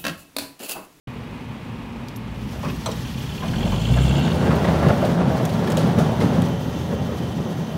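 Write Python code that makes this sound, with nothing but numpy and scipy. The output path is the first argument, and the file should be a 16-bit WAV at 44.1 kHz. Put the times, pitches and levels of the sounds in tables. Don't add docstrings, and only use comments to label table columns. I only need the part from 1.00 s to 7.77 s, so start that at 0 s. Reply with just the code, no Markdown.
import sys
import numpy as np
from scipy import signal
from scipy.fft import rfft, irfft
from scipy.io import wavfile
from scipy.ndimage import uniform_filter1d

SR = 44100
rng = np.random.default_rng(int(sys.argv[2]) if len(sys.argv) > 2 else 0)


def unload_audio(sound):
    columns = np.transpose(np.atleast_2d(sound))
    steps = np.round(np.clip(columns, -1, 1) * 32767)
    wavfile.write(sys.argv[1], SR, steps.astype(np.int16))


N = 298557
TIME = np.arange(N) / SR

# (time [s], firing rate [Hz])
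ENGINE_SPEED = [(0, 29.6), (1.2, 28.6), (1.95, 30.5), (2.25, 33.6), (2.48, 38.5), (2.65, 43.6), (2.76, 51),
                (2.91, 59.3), (3.11, 67.5), (3.28, 75), (3.8, 72.5), (6.77, 87)]
# (time [s], level re full throttle [dB])
ENGINE_EFFORT = [(1.05, -44), (1.3, -22.5), (1.9, -15.5), (2.45, -10), (2.7, -3.5), (2.97, -1), (3.25, -2),
                 (3.38, -6), (3.85, -8.5), (4.2, -15), (5.5, -11), (6.77, -17)]
def engine(leave_s=3.93, leave_db_per_s=1.5):
    rate = uniform_filter1d(curve(ENGINE_SPEED)[0], size=4000)
    firings = np.cumsum(rate * (1 + 0.0097 * wander(8))) / SR
    effort_db = curve(ENGINE_EFFORT)[0]
    receding = amp(-leave_db_per_s * np.maximum(TIME - leave_s, 0))
    body = receding * clatter(firings, effort_db)
    return body + exhaust(firings, rate) + pings(firings, rate, effort_db)


# (time [s], fundamental level [dB], overtone level [dB])
DRONE_LEVELS = [(1.0, -53, -56), (1.3, -49, -38), (1.95, -42, -38), (2.3, -39, -34.5), (2.42, -36, -39),
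                (2.5, -29, -33), (2.72, -20, -24), (2.8, -27, -25.5), (2.93, -14.5, -15.5), (3.1, -16, -18),
                (3.23, -31, -17), (3.35, -24.5, -28), (3.85, -24.5, -36), (4.2, -40, -38), (6.77, -43, -43)]
# (multiple of the firing rate [1], relative level [dB])
ENGINE_ORDERS = [(1, -5), (1.5, -36), (2, -2), (2.5, -8.5), (3, -8), (4, 1.5)]
def exhaust(firings, rate, low_hz=42.3, high_hz=160, waver_db=0.8):
    out = np.zeros(N)
    fundamental_db, overtone_db = curve(DRONE_LEVELS)
    for order, db in ENGINE_ORDERS:
        hz = order * rate
        muffler = 1 / np.sqrt((1 + (low_hz / hz) ** 10) * (1 + (hz / high_hz) ** 10))
        level_db = db + (fundamental_db if order == 1 else overtone_db) + waver_db * wander(23)
        out += muffler * amp(level_db) * np.cos(2 * np.pi * (order * firings + rng.random()))
    return np.sqrt(2) * out


# (frequency [Hz], bandwidth [Hz], relative level [dB])
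BLOCK_MODES = [(2360, 130, 11), (2760, 140, 17), (3040, 190, 11), (3500, 100, 12), (4130, 350, -10),
               (7120, 700, -28)]
# (frequency [Hz], relative level [dB])
DIESEL_KNOCK_SPECTRUM = [(1200, -15), (2000, -10), (2500, -1.5), (3000, 7), (3800, -2), (4400, 1.5),
                         (5200, -18), (6300, -4), (7500, -10), (9000, -10.5), (15000, -34)]
# (frequency [Hz], relative level [dB])
IDLE_SPECTRUM = [(22, -33), (40, -12.5), (60, 3), (76, -12.5), (105, 2), (155, -2), (180, -6), (235, 2.5),
                 (310, -12), (480, -12), (680, -18.5), (930, -14), (1500, -23), (2600, -22), (4200, -33),
                 (7000, -42.5), (15500, -49.5)]
def clatter(firings, effort_db):
    stroke = np.exp(-(firings % 1) / 0.67) * amp(1.9 * wander(35))
    combustion = (0.48 + stroke) * rng.standard_normal(N)
    block = amp(-41 + 0.81 * effort_db) * unit(modal_sum(combustion, BLOCK_MODES))
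    knock = amp(-41 + 0.92 * effort_db) * colour(combustion, DIESEL_KNOCK_SPECTRUM)
    idle = amp(-33.5) * colour((4 + stroke) * rng.standard_normal(N), IDLE_SPECTRUM)
    return block + knock + idle


# (frequency [Hz], bandwidth [Hz], level at idle [dB], level when pulling [dB])
PING_RESONANCES = [(1540, 140, -15, 0), (2160, 200, -13, -6), (2440, 55, -7, -30), (2745, 120, -10, -2),
                   (2885, 94, -12, -1), (3100, 200, -1.5, -6), (3290, 240, -2, -1.5), (3600, 456, -28, 1),
                   (4300, 350, -10.5, -9)]
def pings(firings, rate, effort_db, from_s=2.03, to_s=3.345, fade_s=0.029, idle_hz=29.3, pull_hz=77):
    since_firing_s = (firings % 1) / rate
    blows = unit(np.exp(-since_firing_s / 0.0058) * rng.standard_normal(N) * amp(wander(48)))
    blend = np.clip((rate - idle_hz) / (pull_hz - idle_hz), 0, 1) ** 2
    modes = [(hz, width, idle_db + (pull_db - idle_db) * blend)
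             for hz, width, idle_db, pull_db in PING_RESONANCES]
    window = np.clip(np.minimum(TIME - from_s, to_s - TIME) / fade_s, 0, 1)
    return window * amp(-39 + 0.47 * effort_db) * modal_sum(blows, modes)


# (time [s], level re the hardest [dB])
LOAD_EFFORT = [(1.1, -44), (1.22, -37), (1.55, -21), (2.3, -24.5), (2.65, -8.5), (2.85, -13.5), (3.0, -8),
               (3.38, -3), (3.5, -0.5), (3.62, -1.5), (3.72, -1.5), (3.88, 0), (3.99, -3.5), (4.1, -2),
               (4.35, -3.5), (4.52, -5), (4.86, -1.5), (4.95, -5.5), (5.03, -2.5), (5.16, -5.5),
               (5.25, -2.5), (5.43, -4.5), (5.6, -9.5), (6.77, -11.5)]
# (frequency [Hz], relative level [dB])
BED_SPECTRUM = [(22, -52), (45, -32), (70, -10), (100, -4.5), (130, -2), (175, 1), (235, -4.5),
                (290, -11.5), (400, -19), (900, -72)]
# (frequency [Hz], relative level [dB])
BOARD_SPECTRUM = [(40, -31), (150, -15.5), (300, -5.5), (400, 4), (480, 2), (570, 3), (660, -1.5),
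                  (780, -1), (1000, -4.5), (1400, -18.5), (2200, -47.5), (3400, -24), (6000, -31.5),
                  (15500, -78)]
# (frequency [Hz], relative level [dB])
RASP_SPECTRUM = [(100, -44), (600, 2), (1050, -6.5), (1350, 3), (1900, -3), (2400, -9), (3400, -13.5),
                 (5000, -29), (9000, -24), (15500, -41)]
def rolling(slip_s=2.12, slip_rise_s=0.096):
    jolts_db = wander(15)
    effort_db = curve(LOAD_EFFORT)[0]
    bed_gain = np.sqrt(amp(-19 + 0.6 * effort_db) ** 2 + thump_power())
    boom = colour(grains(1500, 0.56) * amp(0.81 * jolts_db), BED_SPECTRUM)
    boards = colour((grains(600, 1.5) + rng.standard_normal(N)) * amp(jolts_db), BOARD_SPECTRUM)
    rasp = colour((grains(1500, 3.4) + rng.standard_normal(N)) * amp(0.76 * jolts_db), RASP_SPECTRUM)
    moving = np.clip((TIME - slip_s) / slip_rise_s, 0, 1)
    return bed_gain * boom + moving * (amp(-24 + effort_db) * boards + amp(-33 + 1.32 * effort_db) * rasp)


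# (time [s], relative level [dB])
BED_THUMPS = [(1.66, -21), (2.47, -23), (3.43, -26), (3.68, -17), (3.86, -11.5), (4.08, -15), (4.82, -20),
              (4.978, -12.5), (5.229, -13), (5.28, -13.5), (5.38, -11.5)]
def thump_power(gain_db=-4, rise_s=0.019):
    power = np.zeros(N)
    for s, db in BED_THUMPS:
        age = np.maximum(TIME - s, 0) / rise_s
        power += (amp(db + gain_db) * age * np.exp(1 - age)) ** 2
    return power


# (time [s], peak level [dB], main resonance [Hz], rattle T60 [s])
BUNDLE_KNOCKS = [(1.53, -32.5, 704, 0.41), (1.632, -23.5, 1025, 0.27), (1.638, -23.5, 513, 0.14),
                 (1.659, -27, 1090, 0.12), (1.68, -29, 423, 0.085), (1.859, -21, 1020, 0.14),
                 (1.861, -22.5, 625, 0.2), (1.886, -20.5, 462, 0.11), (2.422, -22.5, 1050, 0.2),
                 (2.431, -24.5, 710, 0.21), (2.658, -23, 644, 0.13), (2.722, -23, 949, 0.11),
                 (2.961, -21.5, 684, 0.32), (3.504, -19, 966, 0.19), (3.647, -16, 621, 0.12),
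                 (3.675, -19, 675, 0.18), (3.712, -24, 900, 0.25), (3.742, -15.5, 574, .2),
                 (3.828, -12, 590, 0.11), (3.863, -10, 506, 0.049), (3.887, -19, 636, 0.15),
                 (3.901, -10, 595, 0.055), (4.018, -12.5, 600, 0.13), (4.037, -17.5, 656, 0.059),
                 (4.2, -22.5, 1180, 0.16), (4.3, -20, 627, 0.2), (4.396, -16.5, 577, 0.15),
                 (4.692, -22, 470, 0.13), (4.772, -15, 530, 0.14), (4.978, -12.5, 580, 0.11),
                 (4.993, -15, 626, 0.14), (5.204, -17.5, 455, 0.23), (5.355, -18.5, 553, 0.19),
                 (5.42, -23, 595, 0.1), (5.905, -27, 540, 0.43), (5.926, -20, 453, 0.11),
                 (6.09, -22.5, 544, 0.36), (6.46, -22, 468, 0.15), (6.69, -26.5, 594, 0.43)]
# (multiple of the main resonance [1], Q [1], relative level [dB])
BUNDLE_MODES = [(.6, 4.6, -8.5), (1, 3.2, 2.5), (1.25, 2.6, -16.5), (1.8, 2.3, -7.5), (2.699, 4.4, -25)]
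def knocks():
    return struck_wood(BUNDLE_KNOCKS, BUNDLE_MODES, rattle=0.18, rise_s=0.0021)


# (time [s], relative peak level [dB], main resonance [Hz], rattle T60 [s])
PLANK_CRACKS = [(1.647, -29, 2460, 0.088), (1.685, -27, 2800, .08), (1.698, -24, 2600, 0.054),
                (2.425, -30, 1600, 0.11), (2.535, -25, 1520, 0.065), (2.971, -23, 1500, 0.071),
                (3.462, -24, 1620, 0.21), (3.507, -19.5, 1280, 0.18), (3.643, -19, 1830, 0.13),
                (3.672, -28, 2100, 0.22), (3.838, -23, 1350, .12), (3.884, -18, 1340, 0.068),
                (3.906, -20, 1370, 0.037), (4.02, -28, 1477, 0.22), (4.203, -27, 1310, .13),
                (4.672, -23, 1715, 0.14), (4.701, -23, 1480, 0.12), (4.806, -28, 1530, 0.16),
                (5.208, -22, 1970, .13), (5.33, -29, 1590, .17)]
# (multiple of the main resonance [1], Q [1], relative level [dB])
PLANK_MODES = [(.65, 3.9, 3), (1, 4.5, 7), (1.35, 5.5, 0), (1.9, 3.8, -2), (2.6, 4, -13.5)]
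def cracks():
    return amp(-1) * struck_wood(PLANK_CRACKS, PLANK_MODES, rattle=0.2, rise_s=0.00077)


def struck_wood(impacts, mode_ratios, rattle, rise_s):
    out = np.zeros(N)
    for s, db, main_hz, t60 in impacts:
        slap = rattle * burst(t60, rise_s)
        slap[0] += 1
        modes = [(k * main_hz, k * main_hz / q, mode_db) for k, q, mode_db in mode_ratios]
        add(out, s, db, modal_sum(slap, modes))
    return out


# (time [s], peak level [dB], frequency ratio [1])
TRAILER_CLANKS = [(1.8592, -18, 1.03), (1.913, -26, 0.95), (2.478, -32, 1.06), (2.664, -34, 0.92)]
# (frequency [Hz], bandwidth [Hz], relative level [dB])
STEEL_MODES = [(3160, 200, 0), (3380, 260, 2), (3970, 90, 0), (3820, 850, 3), (5620, 350, 0),
               (6020, 80, -1), (7400, 120, -8), (8040, 940, -0.5), (10500, 2800, -8)]
def clanks():
    out = np.zeros(N)
    for s, db, pitch in TRAILER_CLANKS:
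        modes = [(pitch * hz, width, mode_db) for hz, width, mode_db in STEEL_MODES]
        add(out, s, db, modal_sum(burst(t60=0.039, rise_s=0.00076), modes))
    return out


# (time [s], relative peak level [dB], resonance [Hz], T60 [s], broadband gain [1])
WOOD_SNAPS = [(1.0842, -30, 4670, 0.033, 0.3), (1.16, -33, 5600, 0.027, .2), (1.164, -32, 11700, .04, .15),
              (3.884, -26, 4430, 0.061, 0.6), (4.049, -25, 3620, 0.14, 0.9),
              (4.4523, -20.5, 6300, 0.026, 0.4), (4.492, -28, 4200, 0.11, 1), (4.673, -27, 4200, .11, 1),
              (4.701, -24, 7240, 0.07, 1), (4.719, -22, 5330, 0.04, 0.7), (4.7706, -16.5, 6960, 0.02, 1),
              (4.778, -25, 4300, 0.38, 1), (4.985, -25.5, 5680, 0.27, 1), (5.203, -24.5, 3320, 0.33, 0.6),
              (5.4201, -19.5, 7600, 0.015, 0.9)]
# (frequency [Hz], relative level [dB])
SNAP_SPECTRUM = [(800, -35), (3000, 11), (5500, 0), (8000, -3.5), (10500, 0.5), (15500, -26)]
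def snaps(gain_db=-1, width_hz=1300):
    out = np.zeros(N)
    for s, db, hz, t60, broadband in WOOD_SNAPS:
        fracture = burst(t60, rise_s=0.00015)
        ringing = 0.49 * unit(ring(fracture, hz, width_hz))
        splinter = (hz / 6000) * modal_sum(fracture, [(12000, 5000, -11)])
        add(out, s, db + gain_db, broadband * colour(fracture, SNAP_SPECTRUM) + ringing + splinter)
    return out


# (time [s], duration [s], level at midpoint [dB], start frequency [Hz], end frequency [Hz])
BUNDLE_GROANS = [(3.369, 0.19, -24.5, 217.5, 233), (3.562, 0.36, -24.5, 173.9, 150.4),
                 (4.111, 0.22, -24, 171.6, 172)]
def groans(waver=0.0128, uneven_db=2):
    out = np.zeros(N)
    for s, duration, db, from_hz, to_hz in BUNDLE_GROANS:
        progress = np.clip((TIME - s) / duration, 0, 1)
        hz = (from_hz + (to_hz - from_hz) * progress) * (1 + waver * wander(25.3))
        out += amp(db) * np.sin(np.pi * progress) * np.sin(2 * np.pi * np.cumsum(hz) / SR)
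    return np.sqrt(2) * amp(uneven_db * wander(24.8)) * out


# (frequency [Hz], relative level [dB])
AIR_SPECTRUM = [(1500, -2), (1900, 5), (2400, -29), (3080, 3), (3500, 0), (5200, -1.5), (6200, -4),
                (7200, -7.5), (9800, -12.5), (11500, -9), (12600, -16), (14200, -15), (16000, -10)]
# (frequency [Hz], bandwidth [Hz], relative level [dB])
AIR_RESONANCES = [(5820, 220, 0), (11500, 550, -5), (13900, 900, 0)]
def air(open_s=1.28, rise_s=0.42, hold_s=2.65, sag_db_per_s=1.5, dip_s=4.22, dip_width_s=0.059):
    age = TIME - open_s
    sag_db = sag_db_per_s * np.maximum(age - hold_s, 0)
    dip_db = -14 * np.exp(-((TIME - dip_s) / dip_width_s) ** 2)
    rush = colour(rng.standard_normal(N) * amp(1.76 * wander(22.7)), AIR_SPECTRUM)
    hiss = rush + amp(-12) * wavering(AIR_RESONANCES)
    return np.clip(age / rise_s, 0, 1) * amp(-44 - sag_db + dip_db) * hiss


# (frequency [Hz], bandwidth [Hz], relative level [dB])
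ROLLER_MODES = [(1889, 110, 0.5), (3080, 140, 3.5), (3450, 670, 1.5), (6150, 700, -3.5), (11500, 500, -20)]
def roller_whine(from_s=3.1, loudest_s=5.8, fade_db_per_s=3, flutter_db=2):
    song = unit(sum(amp(flutter_db * wander(7.4)) * modal_sum(rng.standard_normal(N), [mode])
                    for mode in ROLLER_MODES))
    swell = np.clip((TIME - from_s) / (loudest_s - from_s), 0, 1)
    return amp(-46.5 - fade_db_per_s * np.maximum(TIME - loudest_s, 0)) * swell * song


# (frequency [Hz], bandwidth [Hz], relative level [dB])
FIZZ_BANDS = [(5000, 280, -4), (6400, 360, -11), (7240, 380, 2), (8900, 900, -5)]
def fizz(centre_s=3.03, half_width_s=0.38):
    return amp(-48) * np.exp(-((TIME - centre_s) / half_width_s) ** 2) * wavering(FIZZ_BANDS)


# (delay [s], gain [1])
NEAR_REFLECTIONS = [(.0009, 0.041), (.0023, -0.19), (.0037, .2)]
def near_reflections(x, above_hz=4500):
    treble = signal.sosfilt(signal.butter(1, above_hz, "high", fs=SR, output="sos"), x)
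    return x + sum(gain * np.pad(treble, (round(s * SR), 0))[:N] for s, gain in NEAR_REFLECTIONS)


# (frequency [Hz], T60 [s])
YARD_DECAY = [(100, 0.37), (1000, 0.31), (4000, 0.27), (14000, 0.12)]
def yard(x, gap_s=.02, echoes_per_s=2000):
    n = SR // 2
    echoes = rng.standard_normal(n) * (rng.random(n) < echoes_per_s / SR) * (TIME[:n] > gap_s)
    hz, t, spectra = signal.stft(echoes, SR, nperseg=256)
    decay = np.exp(-np.log(1000) * t / at_frequency(YARD_DECAY, hz)[:, None])
    tail = signal.istft(spectra * decay, SR, nperseg=256)[1]
    return signal.fftconvolve(x, tail / np.linalg.norm(tail))[:N]


def amp(db):
    return 10 ** (np.asarray(db) / 20)


def unit(x):
    return x / np.sqrt(np.mean(x ** 2) + 1e-20)


def curve(rows):
    s, *columns = np.transpose(rows)
    return [np.interp(TIME, s, c) for c in columns]


def at_frequency(points, hz):
    f, value = np.transpose(points)
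    return np.interp(np.log(hz + 1), np.log(f + 1), value)


def colour(x, spectrum):
    log_gain = np.log(amp(at_frequency(spectrum, abs(np.fft.fftfreq(4096, 1 / SR)))))
    taps = np.fft.ifft(np.exp(np.conj(signal.hilbert(log_gain)))).real
    return unit(signal.oaconvolve(x, taps[:len(taps) // 2])[:len(x)])


def wander(hz):
    return unit(irfft(rfft(rng.standard_normal(N)) / (1 + (np.fft.rfftfreq(N, 1 / SR) / hz) ** 4), N))


def grains(per_s, spread_db):
    clicks = (rng.random(N) < per_s / SR) * rng.choice([-1, 1], N)
    return unit(clicks * amp(spread_db * np.minimum(rng.exponential(1, N), 4)))


def burst(t60, rise_s):
    t = TIME[:SR // 2]
    return rng.standard_normal(len(t)) * (1 - np.exp(-t / rise_s)) * np.exp(-np.log(1000) * t / t60)


def ring(x, hz, width):
    return signal.lfilter(*signal.iirpeak(hz, hz / width, SR), x)


def modal_sum(x, modes):
    return sum(amp(db) * unit(ring(ring(x, hz, width), hz, width)) for hz, width, db in modes)


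def glide(x, hz, width):
    carrier = np.exp(2j * np.pi * np.cumsum(hz) / SR)
    pole = np.exp(-np.pi * width / SR)
    return (carrier * signal.lfilter([1 - pole], [1, -pole], x / carrier)).real


def wavering(bands, drift=.02, flicker_db=4):
    out = np.zeros(N)
    for hz, width, db in bands:
        gain = amp(db + flicker_db * wander(30))
        out += gain * unit(glide(rng.standard_normal(N), hz * (1 + drift * wander(4)), width))
    return unit(out)


def add(mix, s, db, sound):
    part = mix[round(s * SR):][:len(sound)]
    part += amp(db) * sound[:len(part)] / abs(sound).max()


def scene():
    load = rolling() + groans() + roller_whine() + knocks() + cracks() + clanks() + snaps()
    truck = engine() + air() + fizz()
    return near_reflections(truck + load + amp(-15) * yard(load))[None]


def record(dry, start_s=.072, cutoff_hz=15800):
    gate = np.clip((TIME - start_s) / .003, 0, 1)
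    lowpass = signal.firwin(511, cutoff_hz, window=("kaiser", 9), fs=SR)
    return signal.oaconvolve(dry * gate, lowpass[None], "same")


dry = scene()
out = record(dry)
unload_audio(out)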